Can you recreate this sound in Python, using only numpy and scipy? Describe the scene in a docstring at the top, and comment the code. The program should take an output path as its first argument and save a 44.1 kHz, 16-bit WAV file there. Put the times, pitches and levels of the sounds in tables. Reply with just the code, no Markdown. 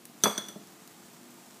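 """Strawberry into a freezing bowl

Steel tongs lower a strawberry into very cold liquid in a bowl on a kitchen counter. They clink on the
bowl three times, ever more lightly, both arms ringing; the berry lands with a thud and bumps once more.
Vapour boils off in a soft fizz with a few larger bubbles, and the fruit ticks as it freezes.
Hits and bubbles echo in the kitchen, over a bed of room air and appliance hum."""
import sys
import numpy as np
from scipy import signal
from scipy.fft import rfft, irfft
from scipy.io import wavfile

SR = 44100
rng = np.random.default_rng(int(sys.argv[2]) if len(sys.argv) > 2 else 0)


def unload_audio(sound):
    """Save the sound as a 16-bit wav file, at the path given as the first command line argument."""
    columns = np.transpose(np.atleast_2d(sound))
    # keep every value between -1 and 1, then stretch to whole-number steps
    steps = np.round(np.clip(columns, -1, 1) * 32767)
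    wavfile.write(sys.argv[1], SR, steps.astype(np.int16))


N = 70560
TIME = np.arange(N) / SR
SHARP_RISE_S, SOFT_RISE_S = 0.00022, 0.001

# Tone colour of the room air: f/Hz, relative level/dB
AIR_SPECTRUM = [(30, -23), (60, -29), (100, -8.5), (160, 0), (240, 0), (350, -3.5), (500, -9.5),
                (750, -7.5), (1400, -14), (2500, -16), (7500, -17.5), (15000, -21)]
# Partials of the appliance hum: f/Hz, relative level/dB
HUM_PARTIALS = [(193.8, -65.5), (242.2, -62), (296.1, -67.5), (344.5, -63), (436.0, -69.5), (689.1, -71),
                (1217, -74)]
# Tone colour of the boiling vapour: f/Hz, relative level/dB
VAPOUR_SPECTRUM = [(400, -15), (800, 6), (1400, 2), (2800, -3.5), (5000, -3.5), (7800, 2), (10000, -8.5),
                   (15000, -6)]
# Swell and ebb of the boil: t/s, level/dB
BOIL_CURVE = [(0, -80), (.25, -56), (.55, -59.5), (.85, -61), (1.1, -58.5), (1.25, -62.5), (1.38, -58),
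              (1.6, -60.5)]
# Dry ticks of the freezing fruit: t/s, level/dB, centre f/Hz, t60/s
FREEZE_TICKS = [(0.0535, -34, 9900, 0.015), (0.6720, -45, 5500, 0.014), (0.8753, -42.5, 6000, .02),
                (1.1330, -50, 6000, .03), (1.3050, -48, 12000, .015), (1.543, -50, 7500, .015)]
# Tongs hit the bowl: t/s, first arm level/dB, second arm level/dB, ring tilt/(dB per octave),
# crack level/dB, knock level/dB
TONG_HITS = [(0.2366, -13, -10.5, 0, -17.5, -25), (0.3780, -19.5, -24, -3.5, -31, -36.5),
             (0.4848, -35, -46, 0.5, -37.5, -47.5)]
# Tone colour of the steel's contact crack: f/Hz, relative level/dB
CRACK_SPECTRUM = [(1500, -6), (2500, -12.5), (3500, 8), (5000, -8), (6200, -7), (9000, 5), (10500, -4),
                  (13000, -2.5), (15000, -6)]
# Modes of each arm of the tongs: f/Hz, relative flash level/dB, flash t60/s, relative tail level/dB
FIRST_ARM_MODES = [(3409, -10, 0.088, -24.5), (4270, -19, .04, -31), (5903, -5.5, 0.032, -24),
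                   (5977, -1, 0.047, -37.5), (8910, -9.5, 0.045, -31), (9100, -14, 0.036, -29),
                   (13170, -20.5, .04, -36)]
SECOND_ARM_MODES = [(3351, -9, 0.042, -29), (4705, -15.5, 0.042, -29.5), (6150, 5, 0.017, -31),
                    (6684, -14.5, 0.052, -25.5), (8070, -16.5, 0.037, -26), (11810, -19.5, 0.047, -32),
                    (12440, -25, 0.061, -31)]
# Tone colour of the bowl knocking on the counter: f/Hz, relative level/dB
KNOCK_SPECTRUM = [(40, -35), (90, -12), (150, -20), (210, 0), (280, 0), (420, 3.5), (800, -13), (1400, -3),
                  (2200, -6), (4000, -58)]
# Low modes of bowl and counter: f/Hz, relative level/dB, t60/s
BOWL_COUNTER_MODES = [(151.2, -11.5, 0.27), (211, -1, 0.18), (312, -6, 0.06), (420, -7, 0.13),
                      (589.3, -9.5, 0.14), (649, -8.5, .1), (695.7, -14.5, 0.3), (961, -16.5, 0.2),
                      (1302, -9, 0.13), (1349, -12.5, 0.22), (1670, -10, 0.068), (1782, -18, 0.27)]
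# The berry hits the bowl: t/s, slap level/dB, thud level/dB, low-pass f/Hz, thud t60/s, bowl level/dB
BERRY_HITS = [(0.2574, -5, -22.5, 2460, 0.057, -32.5), (0.2602, -10, -19.5, 1125, 0.1, -25.5),
              (0.2683, -21.5, -24.5, 1420, .07, -43), (0.5567, -40, -35.5, 651, 0.078, -37.5)]
# Tone colour of the berry's thud: f/Hz, relative level/dB
THUD_SPECTRUM = [(40, -42), (90, -33), (150, -3), (210, -18), (300, 3.5), (420, -6.5), (650, 1.5),
                 (1300, -7), (2500, -2), (6000, -44)]
# Tone colour of the kitchen reverb: f/Hz, level/dB
REVERB_SPECTRUM = [(100, -4.5), (300, -15.5), (1000, -9), (2500, -5.5), (6000, -12), (14000, -6.5)]
# Decay of the kitchen reverb: f/Hz, t60/s
REVERB_DECAY = [(100, 0.13), (500, 0.57), (2000, 0.43), (6000, 0.48), (14000, 0.3)]


def from_db(db):
    """Decibels to gain."""
    return 10 ** (np.asarray(db) / 20)


def unit_rms(x):
    """Scale to an rms of 1."""
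    return x / np.sqrt(np.mean(x ** 2) + 1e-20)


def at_hz(points, hz):
    """Read a table on a log-frequency axis."""
    table_hz, values = np.transpose(points)
    return np.interp(np.log(np.maximum(hz, 1)), np.log(table_hz), values)


def colour(x, spectrum):
    """EQ a steady signal with a spectrum; rms 1."""
    hz = np.arange(N // 2 + 1) * SR / N
    return unit_rms(irfft(rfft(x) * from_db(at_hz(spectrum, hz)), N))


def noise(spectrum):
    """Coloured noise; rms 1."""
    return colour(rng.standard_normal(N), spectrum)


def drift(rate_hz):
    """Random wander, mostly slower than the rate; rms 1."""
    hz = np.arange(N // 2 + 1) * SR / N
    return unit_rms(irfft(rfft(rng.standard_normal(N)) / (1 + (hz / rate_hz) ** 2), N))


def strike(start, rise, t60):
    """Envelope of a hit: fast attack, exponential decay; times in seconds."""
    age = np.maximum(TIME - start, 0)
    return (1 - np.exp(-age / rise)) * np.exp(-np.minimum(np.log(1000) * age / t60, 40))


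def ping(start, hz, rise, t60):
    """One struck mode: a decaying sine."""
    return np.sin(2 * np.pi * hz * (TIME - start)) * strike(start, rise, t60)


def room_tone():
    """A bed of soft air and appliance hum, each partial wavering on its own."""
    hum = np.zeros(N)
    for hz, db in HUM_PARTIALS:
        gain = from_db(db + 2 + 2.5 * drift(rate_hz=5))
        hum += gain * np.sin(2 * np.pi * (hz * TIME + rng.random()))
    return from_db(-55) * noise(AIR_SPECTRUM) + hum


def vapour(pops_per_s=540, fizz_db=-4):
    """Vapour boils off: a gently surging hiss with a fine fizz of bursting bubbles."""
    pops = (rng.random(N) < pops_per_s / SR) * rng.choice([-1, 1], N)
    accents = from_db(4 * np.minimum(rng.exponential(1, N), 4))
    fizz = from_db(fizz_db) * colour(pops * accents, VAPOUR_SPECTRUM)
    level_db = np.interp(TIME, *np.transpose(BOIL_CURVE)) + drift(rate_hz=27)
    return from_db(level_db) * (noise(VAPOUR_SPECTRUM) + fizz)


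def bubbles(count=30, low_hz=587, high_hz=2020, above_boil_db=4):
    """Larger bubbles ring briefly at random times and pitches, riding the level of the boil."""
    out = np.zeros(N)
    for when, pitch, _ in rng.random((count, 3)):
        start = when * N / SR
        hz = low_hz * (high_hz / low_hz) ** pitch
        db = np.interp(start, *np.transpose(BOIL_CURVE)) + above_boil_db
        out += from_db(db) * ping(start, hz, SOFT_RISE_S, t60=0.039)
    return out


def freezing_ticks(skirt_db_per_octave=-4.5):
    """The fruit freezes with tiny, bright snaps of noise."""
    out = np.zeros(N)
    for start, db, hz, t60 in FREEZE_TICKS:
        spectrum = [(hz * 2.0 ** octave, skirt_db_per_octave * abs(octave)) for octave in range(-5, 2)]
        out += from_db(db) * noise(spectrum) * strike(start, SHARP_RISE_S, t60)
    return out


def tongs(slide_start_s=0.222, slide_s=0.015):
    """A short slide, then the clinks: each layers a crack, two ringing arms and a knock of the bowl."""
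    sliding = (TIME > slide_start_s) & (TIME < slide_start_s + slide_s)
    out = from_db(-52) * noise(CRACK_SPECTRUM) * sliding
    for start, first_db, second_db, tilt_db, crack_db, knock_db in TONG_HITS:
        out += arm_ring(FIRST_ARM_MODES, start, first_db, tilt_db)
        out += arm_ring(SECOND_ARM_MODES, start, second_db, tilt_db)
        crack = noise(CRACK_SPECTRUM) * strike(start, SHARP_RISE_S, t60=0.041)
        knock = noise(KNOCK_SPECTRUM) * strike(start, SOFT_RISE_S, t60=0.098) + bowl_ring(start)
        out += from_db(crack_db) * crack + from_db(knock_db) * knock
    return out


def arm_ring(modes, start, level_db, tilt_db, flutter_hz=55):
    """A steel arm's modes flash, are damped by the hand and leave a faint, fluttering tail."""
    out = np.zeros(N)
    for hz, flash_db, flash_t60, tail_db in modes:
        pitch_ratio = hz / FIRST_ARM_MODES[0][0]
        rise = 3.8 / hz  # an attack of a few cycles
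        flash = from_db(flash_db) * ping(start, hz, rise, flash_t60)
        phase = 2 * np.pi * hz * TIME
        flutter = (drift(flutter_hz) * np.sin(phase) + drift(flutter_hz) * np.cos(phase)) / np.sqrt(2)
        tail_t60 = 0.44 / pitch_ratio ** 0.53  # higher modes die sooner
        tail = from_db(tail_db) * flutter * strike(start, rise, tail_t60)
        scatter_db = -0.5 * rng.normal()
        out += from_db(level_db + tilt_db * np.log2(pitch_ratio) + scatter_db) * (flash + tail)
    return out


def bowl_ring(start):
    """The body of a hit: low modes of bowl and counter ring in alternating polarity."""
    return sum((-1) ** k * from_db(db) * ping(start, hz, SOFT_RISE_S, t60)
               for k, (hz, db, t60) in enumerate(BOWL_COUNTER_MODES))


def berry():
    """The fruit lands and bumps: a slap, a thud and the bowl's ring, dullest on the soft last bump."""
    out = np.zeros(N)
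    for start, slap_db, thud_db, cutoff_hz, t60, bowl_db in BERRY_HITS:
        slap = from_db(slap_db) * ping(start, hz=1190, rise=SHARP_RISE_S, t60=0.0055)  # about one cycle
        thud = from_db(thud_db) * noise(THUD_SPECTRUM) * strike(start, rise=0.00036, t60=t60)
        ring = from_db(bowl_db) * bowl_ring(start)
        muffle = signal.butter(4, cutoff_hz, fs=SR, output="sos")
        out += signal.sosfilt(muffle, slap + thud + ring)
    return out


def kitchen_reverb(x, predelay_s=0.0059):
    """Diffuse reflections off the kitchen, each band dying at its own rate; wet signal only."""
    response = np.zeros(N)
    edges_hz = np.geomspace(70, 18000, 13)
    for low, high in zip(edges_hz, edges_hz[1:]):
        centre_hz = np.sqrt(low * high)
        decay = strike(predelay_s, SOFT_RISE_S, at_hz(REVERB_DECAY, centre_hz))
        bandpass = signal.butter(2, [low, high], "band", fs=SR, output="sos")
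        band = signal.sosfilt(bandpass, rng.standard_normal(N))
        response += from_db(at_hz(REVERB_SPECTRUM, centre_hz)) * band * decay / np.sqrt(np.sum(decay ** 2))
    return signal.fftconvolve(x, response)[:N]


def scene():
    """Mono mix: hits and bubbles feed the reverb, while vapour and room tone stay dry."""
    hits = tongs() + berry() + freezing_ticks() + bubbles()
    return (hits + kitchen_reverb(hits) + vapour() + room_tone())[None]


def record(dry):
    """The microphone thins the bass; a steep high cut takes off the very top."""
    low_cut = signal.butter(2, 93, "high", fs=SR, output="sos")
    high_cut = signal.ellip(10, 0.2, 75, 15250, fs=SR, output="sos")
    return signal.sosfilt(high_cut, signal.sosfilt(low_cut, dry))


dry = scene()
out = record(dry)
unload_audio(out)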